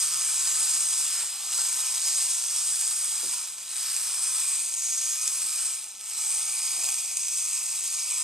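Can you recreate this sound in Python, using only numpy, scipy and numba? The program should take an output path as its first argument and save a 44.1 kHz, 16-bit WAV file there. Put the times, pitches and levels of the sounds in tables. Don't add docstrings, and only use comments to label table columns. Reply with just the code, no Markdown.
import sys
import numpy as np
from scipy import signal
from scipy.fft import rfft, irfft
from scipy.io import wavfile
from scipy.ndimage import uniform_filter1d
from numba import njit

SR = 44100
rng = np.random.default_rng(int(sys.argv[2]) if len(sys.argv) > 2 else 0)


def log_audio(samples):
    frames = np.atleast_2d(samples).T
    limited = np.clip(frames, -1, 1)
    pcm = np.round(limited * 32767).astype(np.int16)
    wavfile.write(sys.argv[1], SR, pcm)


N = 363031


def clockwork():
    # t/s, turns/Hz
    governor = [(0.0, 145.5), (.2, 145.3), (.28, 136.8), (0.44, 132.2), (.52, 148.3), (0.62, 157.2),
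                (.8, 147.6), (1.1, 145.7), (1.4, 122), (1.63, 127.7), (1.9, 125.7), (2.18, 139.4),
                (2.5, 119.6), (2.7, 129.8), (3.0, 118.8), (3.3, 132.8), (3.58, 102.4), (3.85, 127.7),
                (4.1, 121), (4.4, 137.4), (4.56, 129.1), (4.72, 110), (5.41, 114.5), (5.64, 128.4),
                (5.94, 96.5), (6.3, 122.6), (6.55, 115.8), (6.9, 132.6), (7.03, 114), (7.43, 101.4),
                (8.23, 102)]
    # t/s, level/dB
    free_whir = [(0, -27.5), (.44, -27.5), (.5, -25), (.92, -27), (1.05, -27), (1.2, -29), (1.65, -27),
                 (1.85, -29.5), (2.2, -26), (2.42, -28.5), (2.62, -26.5), (3.3, -28.5), (4.1, -29.5),
                 (4.38, -27.5), (4.5, -27), (4.66, -30), (5.62, -28), (6.35, -28), (6.46, -30.5),
                 (6.6, -29), (6.9, -27.5), (7.05, -31), (8.23, -28.5)]
    # deepest t/s, sag/dB, sinking/s, recovering/s
    stalls = [(1.4, -6, 0.2, 0.14), (3.585, -10, 0.25, 0.23), (5.94, -14.5, 0.28, 0.3)]
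    free_db, stall_db = curve(free_whir), ramps(stalls, hold_s=0.019)
    turns_hz = curve(governor)
    phase = 2 * np.pi * np.cumsum(turns_hz) / SR
    force = gear_teeth(turns_hz, phase, free_db + stall_db, stall_db)
    return tin_case(force, free_db, stall_db), table_top(force) + shaft_hum(phase)


def gear_teeth(turns_hz, phase, whir_db, stall_db):
    # t/s, level/dB (on the scale of whir_db)
    hard_knocks = [(0.4723, -13), (2.439, -18), (2.811, -11), (3.336, -21), (3.582, -22.5), (3.6297, -26),
                   (3.964, -16), (4.402, -18), (4.7388, -18), (4.9814, -18), (5.2768, -11), (5.8416, -24),
                   (6.0095, -27), (6.842, -17), (6.8884, -12.5), (6.942, -16), (7.1701, -11),
                   (7.2823, -17.5), (7.664, -21)]
    teeth_per_turn, bounce_s, smear_s = 9.7, 0.0015, 0.00024
    slip = 1.26 * walk(12)
    flap = 0.088 - 0.0344 * stall_db
    bunching = np.maximum(1 + 0.085 * np.cos(phase) + flap * np.cos(2 * phase + slip), 0)
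    hits = rng.random(N) < teeth_per_turn * turns_hz / SR
    knocks = level(hits.astype(float), 0)
    for start_s, db in hard_knocks:
        i = int(start_s * SR)
        knocks[i:i + int(bounce_s * SR)] += undb(db - whir_db[i] - 0.5)
    fall = np.exp(-1 / (smear_s * SR))
    smeared = np.sqrt(signal.lfilter([1 - fall], [1, -fall], knocks ** 2))
    rubbing = 2.03 * undb(0.1 * stall_db)
    surge = undb(0.36 * walk(25) + 0.37 * walk(120))
    return (smeared + rubbing) * bunching * surge


def tin_case(force, free_db, stall_db):
    # f/Hz, width/Hz, relative level/dB
    plates = [(7345, 360, -10.5), (7800, 430, -8), (8200, 450, -4.5), (8820, 670, -6.5),
              (9720, 1340, -15.5)]
    belly = [(780, 150, -3.5), (889, 80, 3), (1025, 117, 2.5)]
    chest = [(1374, 20, -0.5), (1432, 33, -2), (1470, 600, -4), (1555, 34, -2), (1667, 40, -5),
             (1915, 440, -3.5)]
    ribs = [(1093, 27, -2), (1181, 31, -2.5), (1250, 33, 3), (1304, 22, 0.5)]
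    flank = [(2293, 150, -1.5), (2410, 93, 3), (2543, 117, 2)]
    frame = [(2915, 710, -10), (3470, 310, -6.5), (3973, 167, -4.5)]
    shoulders = [(4540, 310, -3), (5530, 440, -1)]
    back = [(6270, 560, 0.62), (6640, 660, 3.2)]
    rivets = [(11250, 1000, -5), (12500, 650, -4.5), (13560, 760, -6.5)]
    neck = [(4917, 290, 0), (5156, 260, 0)]
    # base level/dB, change as the toy turns to the microphone/(dB/s),
    # share of the whir's changes, share of a stall, share of a light load, random drift/dB
    balance = [(-55, -0.44, 0.11, 0.5, 0.69, 2.5), (-49.5, -1.03, 0.56, 0.7, 1.2, 1.5),
               (-55, -0.32, 0.37, 0.69, 4.2, 1), (-51, 0.35, 0.31, 0.59, 0.1, 1.5),
               (-42, -.5, 0.67, 0.56, 0.6, 0.63), (-39, -0.46, 0.3, 0.83, 0.97, 0.9),
               (-35.5, -0.04, 0.42, 0.82, 0.086, 1.74), (-40, -0.16, 0.3, 0.7, 0.99, 0.5),
               (-40.5, -.5, 0.28, 0.99, .8, 0.6)]
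    flexing = {"belly": [(.95, 2.5, .15, 0.13), (1.85, 4, 0.36, 0.59), (4.35, 1, 0.78, 0.19),
               (6.85, 6.5, 0.16, 0.13)], "chest": [(1.2, 5.5, 0.14, 0.13), (1.6, 3, 0.13, 0.17),
               (3.85, 3, 0.19, 0.29), (6.85, 3, 0.8, 0.22)], "ribs": [(.15, 6, 0.18, 0.2),
               (2.8, -9, 0.21, .2), (5.3, 1, 0.52, 0.43), (6.6, 2, 0.85, .35), (7.85, -1.5, .35, .4)],
               "flank": [(2.8, -4, 1.14, 0.83), (4.5, 4.5, 0.11, .15), (6.7, 4, 0.99, 0.6),
               (8.15, 3.5, 0.12, .1)], "frame": [(2.9, -2.5, .5, 0.39), (3.57, -0.5, .15, 0.12),
               (3.87, 3, 0.13, 0.11), (4.9, -1.5, 0.82, 1), (5.95, 1.5, 0.23, 0.5), (7.4, -1, 0.31, 0.5)],
               "shoulders": [(2.1, 3.5, 0.08, 0.25), (3, -0.5, 0.45, 0.27), (.1, 1.5, .2, .2),
               (3.87, 3, 0.14, 0.13), (4.6, -0.5, .5, 0.57), (6.75, 1.5, .2, 0.3), (7.95, 2.5, 0.15, 0.31)],
               "back": [(1.7, 3, 0.55, .2), (4.3, -1.5, 0.27, 0.39), (4.9, 5.5, 0.19, 0.5),
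               (7.4, 5, 0.34, 0.48)], "rivets": [(1.7, 1, .2, .2), (3.9, 4, .15, .2), (6.85, 2, .2, .15)],
               "neck": [(.1, 0.5, .2, .2), (1.6, 4, .15, .15), (2.1, 4, .1, .2), (3.87, 2, .13, 0.13),
               (4.6, -1, 0.56, .5), (6.82, 6.5, 0.39, .18), (8, 0, .3, .3)]}
    # deepest t/s, sag/dB, sinking/s, recovering/s
    light_loads = [(.35, -1.5, .15, 0.19), (2.4, -1.5, 0.18, 0.19), (4.75, -3, 0.29, 0.34),
                   (7.2, -1.5, 0.24, 0.29)]
    t = np.arange(N) / SR
    mean_whir_db, load_db = -28.5, ramps(light_loads)
    case = ring(force, plates) * undb(free_db + stall_db)
    parts = (belly, chest, ribs, flank, frame, shoulders, back, rivets, neck)
    for modes, settings, swells in zip(parts, balance, flexing.values()):
        base_db, db_per_s, whir_share, stall_share, load_share, drift_db = settings
        running_db = base_db + db_per_s * t + whir_share * (free_db - mean_whir_db)
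        sag_db = stall_share * stall_db + load_share * load_db
        case += ring(force, modes, drift_db) * undb(running_db + sag_db + ramps(swells))
    return case


def ring(force, modes, drift_db=1.12, flicker_db=0.86, common=0.54):
    out, blows = 0, rng.standard_normal(N)
    bend = 1 + 0.0094 * walk(2.49)
    for k, (hz, width_hz, db) in enumerate(modes):
        mode_blows = np.sqrt(common) * (-1) ** k * blows + np.sqrt(1 - common) * rng.standard_normal(N)
        gain = undb(db + drift_db * walk(3.046) + flicker_db * walk(21))
        out = out + bandpass(force * mode_blows * gain, float(hz), float(width_hz), bend)
    return level(out, 0)


def feet():
    # t/s, scuff level/dB, scuff f/Hz, scuff length/s, knock level/dB
    steps = [(1.229, -43.5, 1000, 0.012, -63), (1.584, -44.5, 950, 0.015, -76),
             (3.23, -51, 360, 0.055, -57), (5.431, -62.5, 358, 0.083, -69), (6.77, -63, 420, 0.11, -72)]
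    # f/Hz, relative level/dB, t60/s
    board = [(250, -13, .12), (322, 5, .15), (390, 3, 0.3), (520, 3, .07), (676, -6, .05)]
    out, t = np.zeros(N), np.arange(SR // 4) / SR
    landing = np.sin(np.pi / 2 * np.minimum(t / 0.0033, 1)) ** 2
    for start_s, scuff_db, hz, length_s, knock_db in steps:
        dulling = 0.79 + 0.46 * np.exp(-t / (0.34 * length_s))
        rub = bandpass(rng.standard_normal(len(t)), float(hz), 1.2 * hz, dulling)
        rub = bandpass(rub, float(hz), 0.9 * hz, dulling)
        scuff = level(rub, scuff_db) * np.exp(-(t / length_s) ** 2)
        knock = 0
        for mode_hz, mode_db, t60 in board:
            tone = np.sin(2 * np.pi * mode_hz * t * rng.normal(1, 0.037))
            knock = knock + tone * undb(knock_db + mode_db - 60 * t / t60)
        i = int(start_s * SR)
        out[i:i + len(t)] += (scuff + knock) * landing
    return out


def shaft_hum(phase):
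    # start t/s, length/s, level/dB
    stretches = [(0, 0.21, -68), (.22, .16, -75), (0.37, 0.23, -73), (0.595, 0.16, -73), (0.747, 0.37, -70),
                 (1.19, 0.07, -73), (1.578, 0.89, -77.5), (2.52, 0.26, -78), (2.845, .3, -84),
                 (3.2, 0.21, -74), (3.83, 0.26, -76), (4.27, 0.34, -76), (4.801, 0.53, -90),
                 (5.5, .22, -84), (6.25, 0.33, -87), (6.7, 0.28, -80)]
    # multiple of the turn rate, level against the fundamental/dB
    orders = [(2., -13.5), (3., -12.5)]
    floor_db, edge_s = -93, 0.06
    t = np.arange(N) / SR
    overtones = sum(undb(db + 3.6 * walk(6)) * np.sin(k * phase) for k, db in orders)
    gain = undb(floor_db)
    for start_s, length_s, db in stretches:
        inside_s = np.minimum(t - start_s, start_s + length_s - t)
        gain = gain + undb(db) * np.clip(inside_s / edge_s + 0.5, 0, 1)
    return np.sqrt(2) * (np.sin(phase) + overtones) * gain * undb(1.5 * walk(6.9))


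def table_top(force):
    # f/Hz, width/Hz, relative level/dB
    modes = [(214.4, 15, 3), (393, 63, -6.5)]
    # t/s, level/dB
    drone = [(0, -85), (2.8, -77.5), (3.2, -70), (4.2, -90), (4.6, -73.5), (6, -76), (8.23, -77.5)]
    return ring(force, modes) * undb(curve(drone))


def echoes(x, db, shortest_s=0.0025, longest_s=0.016, count=16):
    lags = (SR * (shortest_s + (longest_s - shortest_s) * rng.random(count))).astype(int)
    gains = np.array([walk(4.5) for _ in lags]) * undb(db) / np.sqrt(count)
    paths = sum(gain * np.roll(x, lag) for gain, lag in zip(gains, lags))
    return paths, np.sqrt(1 + (gains ** 2).sum(axis=0))


def room():
    # f/Hz, relative level/dB
    spectrum = [(15, -52), (25, -18), (54, -12), (102, -6.5), (156, -10.5), (210, -5), (472, -7),
                (637, -1.5), (900, -10.5), (1170, -30), (1980, -120)]
    hz = np.maximum(np.arange(N // 2 + 1) * SR / N, 1)
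    points_hz, points_db = np.transpose(spectrum)
    colour = undb(np.interp(np.log(hz), np.log(points_hz), points_db))
    return level(irfft(rfft(rng.standard_normal(N)) * colour, N), db=-71)


def undb(db):
    return 10 ** (np.asarray(db) / 20)


def level(x, db):
    return x * undb(db) / np.sqrt(np.mean(x ** 2))


def curve(points):
    return np.interp(np.arange(N) / SR, *np.transpose(points))


def ramps(rows, hold_s=0):
    t = np.arange(N) / SR
    return sum(np.interp(t, [s - onset_s, s - hold_s, s + hold_s, s + return_s], [0, db, db, 0])
               for s, db, onset_s, return_s in rows)


def walk(rate_hz):
    hold = int(SR / rate_hz)
    held = np.repeat(rng.standard_normal(N // hold + 1), hold)
    return np.sqrt(2) * uniform_filter1d(uniform_filter1d(held, hold), hold)[:N]


@njit
def bandpass(x, hz, width_hz, bend):
    y, band_state, low_state = np.empty(len(x)), 0., 0.
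    centre, damping = np.tan(np.pi * hz / SR), width_hz / hz
    for i in range(len(x)):
        g = centre * bend[i]
        band = (band_state + g * (x[i] - low_state)) / (1 + g * (g + damping))
        band_state = 2 * band - band_state
        low_state += 2 * g * band
        y[i] = damping * band
    return y


def scene():
    case, hums = clockwork()
    reflections, total_gain = echoes(case, db=-9.5)
    side, _ = echoes(case, db=-19.0)
    mid = (case + reflections) / total_gain + hums + feet() + room()
    return mid + side * np.array([[1], [-1]])


def record(dry):
    stereo_above_hz, dull_hz, cutoff_hz = 3910, 14700, 15770
    notch_hz, notch_width_hz = 7000, 70
    hz = np.arange(N // 2 + 1) * SR / N
    left, right = rfft(dry) * np.exp(1j * np.pi * hz / SR * np.array([[-1], [1]]))
    width = 0.0071 + 1 / (1 + (stereo_above_hz / np.maximum(hz, 1)) ** 20.0)
    mid, side = (left + right) / 2, (left - right) / 2 * width
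    dulled = irfft((mid + side * np.array([[1], [-1]])) / (1 + (hz / dull_hz) ** 8), N)
    notched = signal.lfilter(*signal.iirnotch(notch_hz, notch_hz / notch_width_hz, SR), dulled)
    return signal.sosfilt(signal.ellip(14, 0.2, 60, cutoff_hz, fs=SR, output="sos"), notched)


dry = scene()
out = record(dry)
log_audio(out)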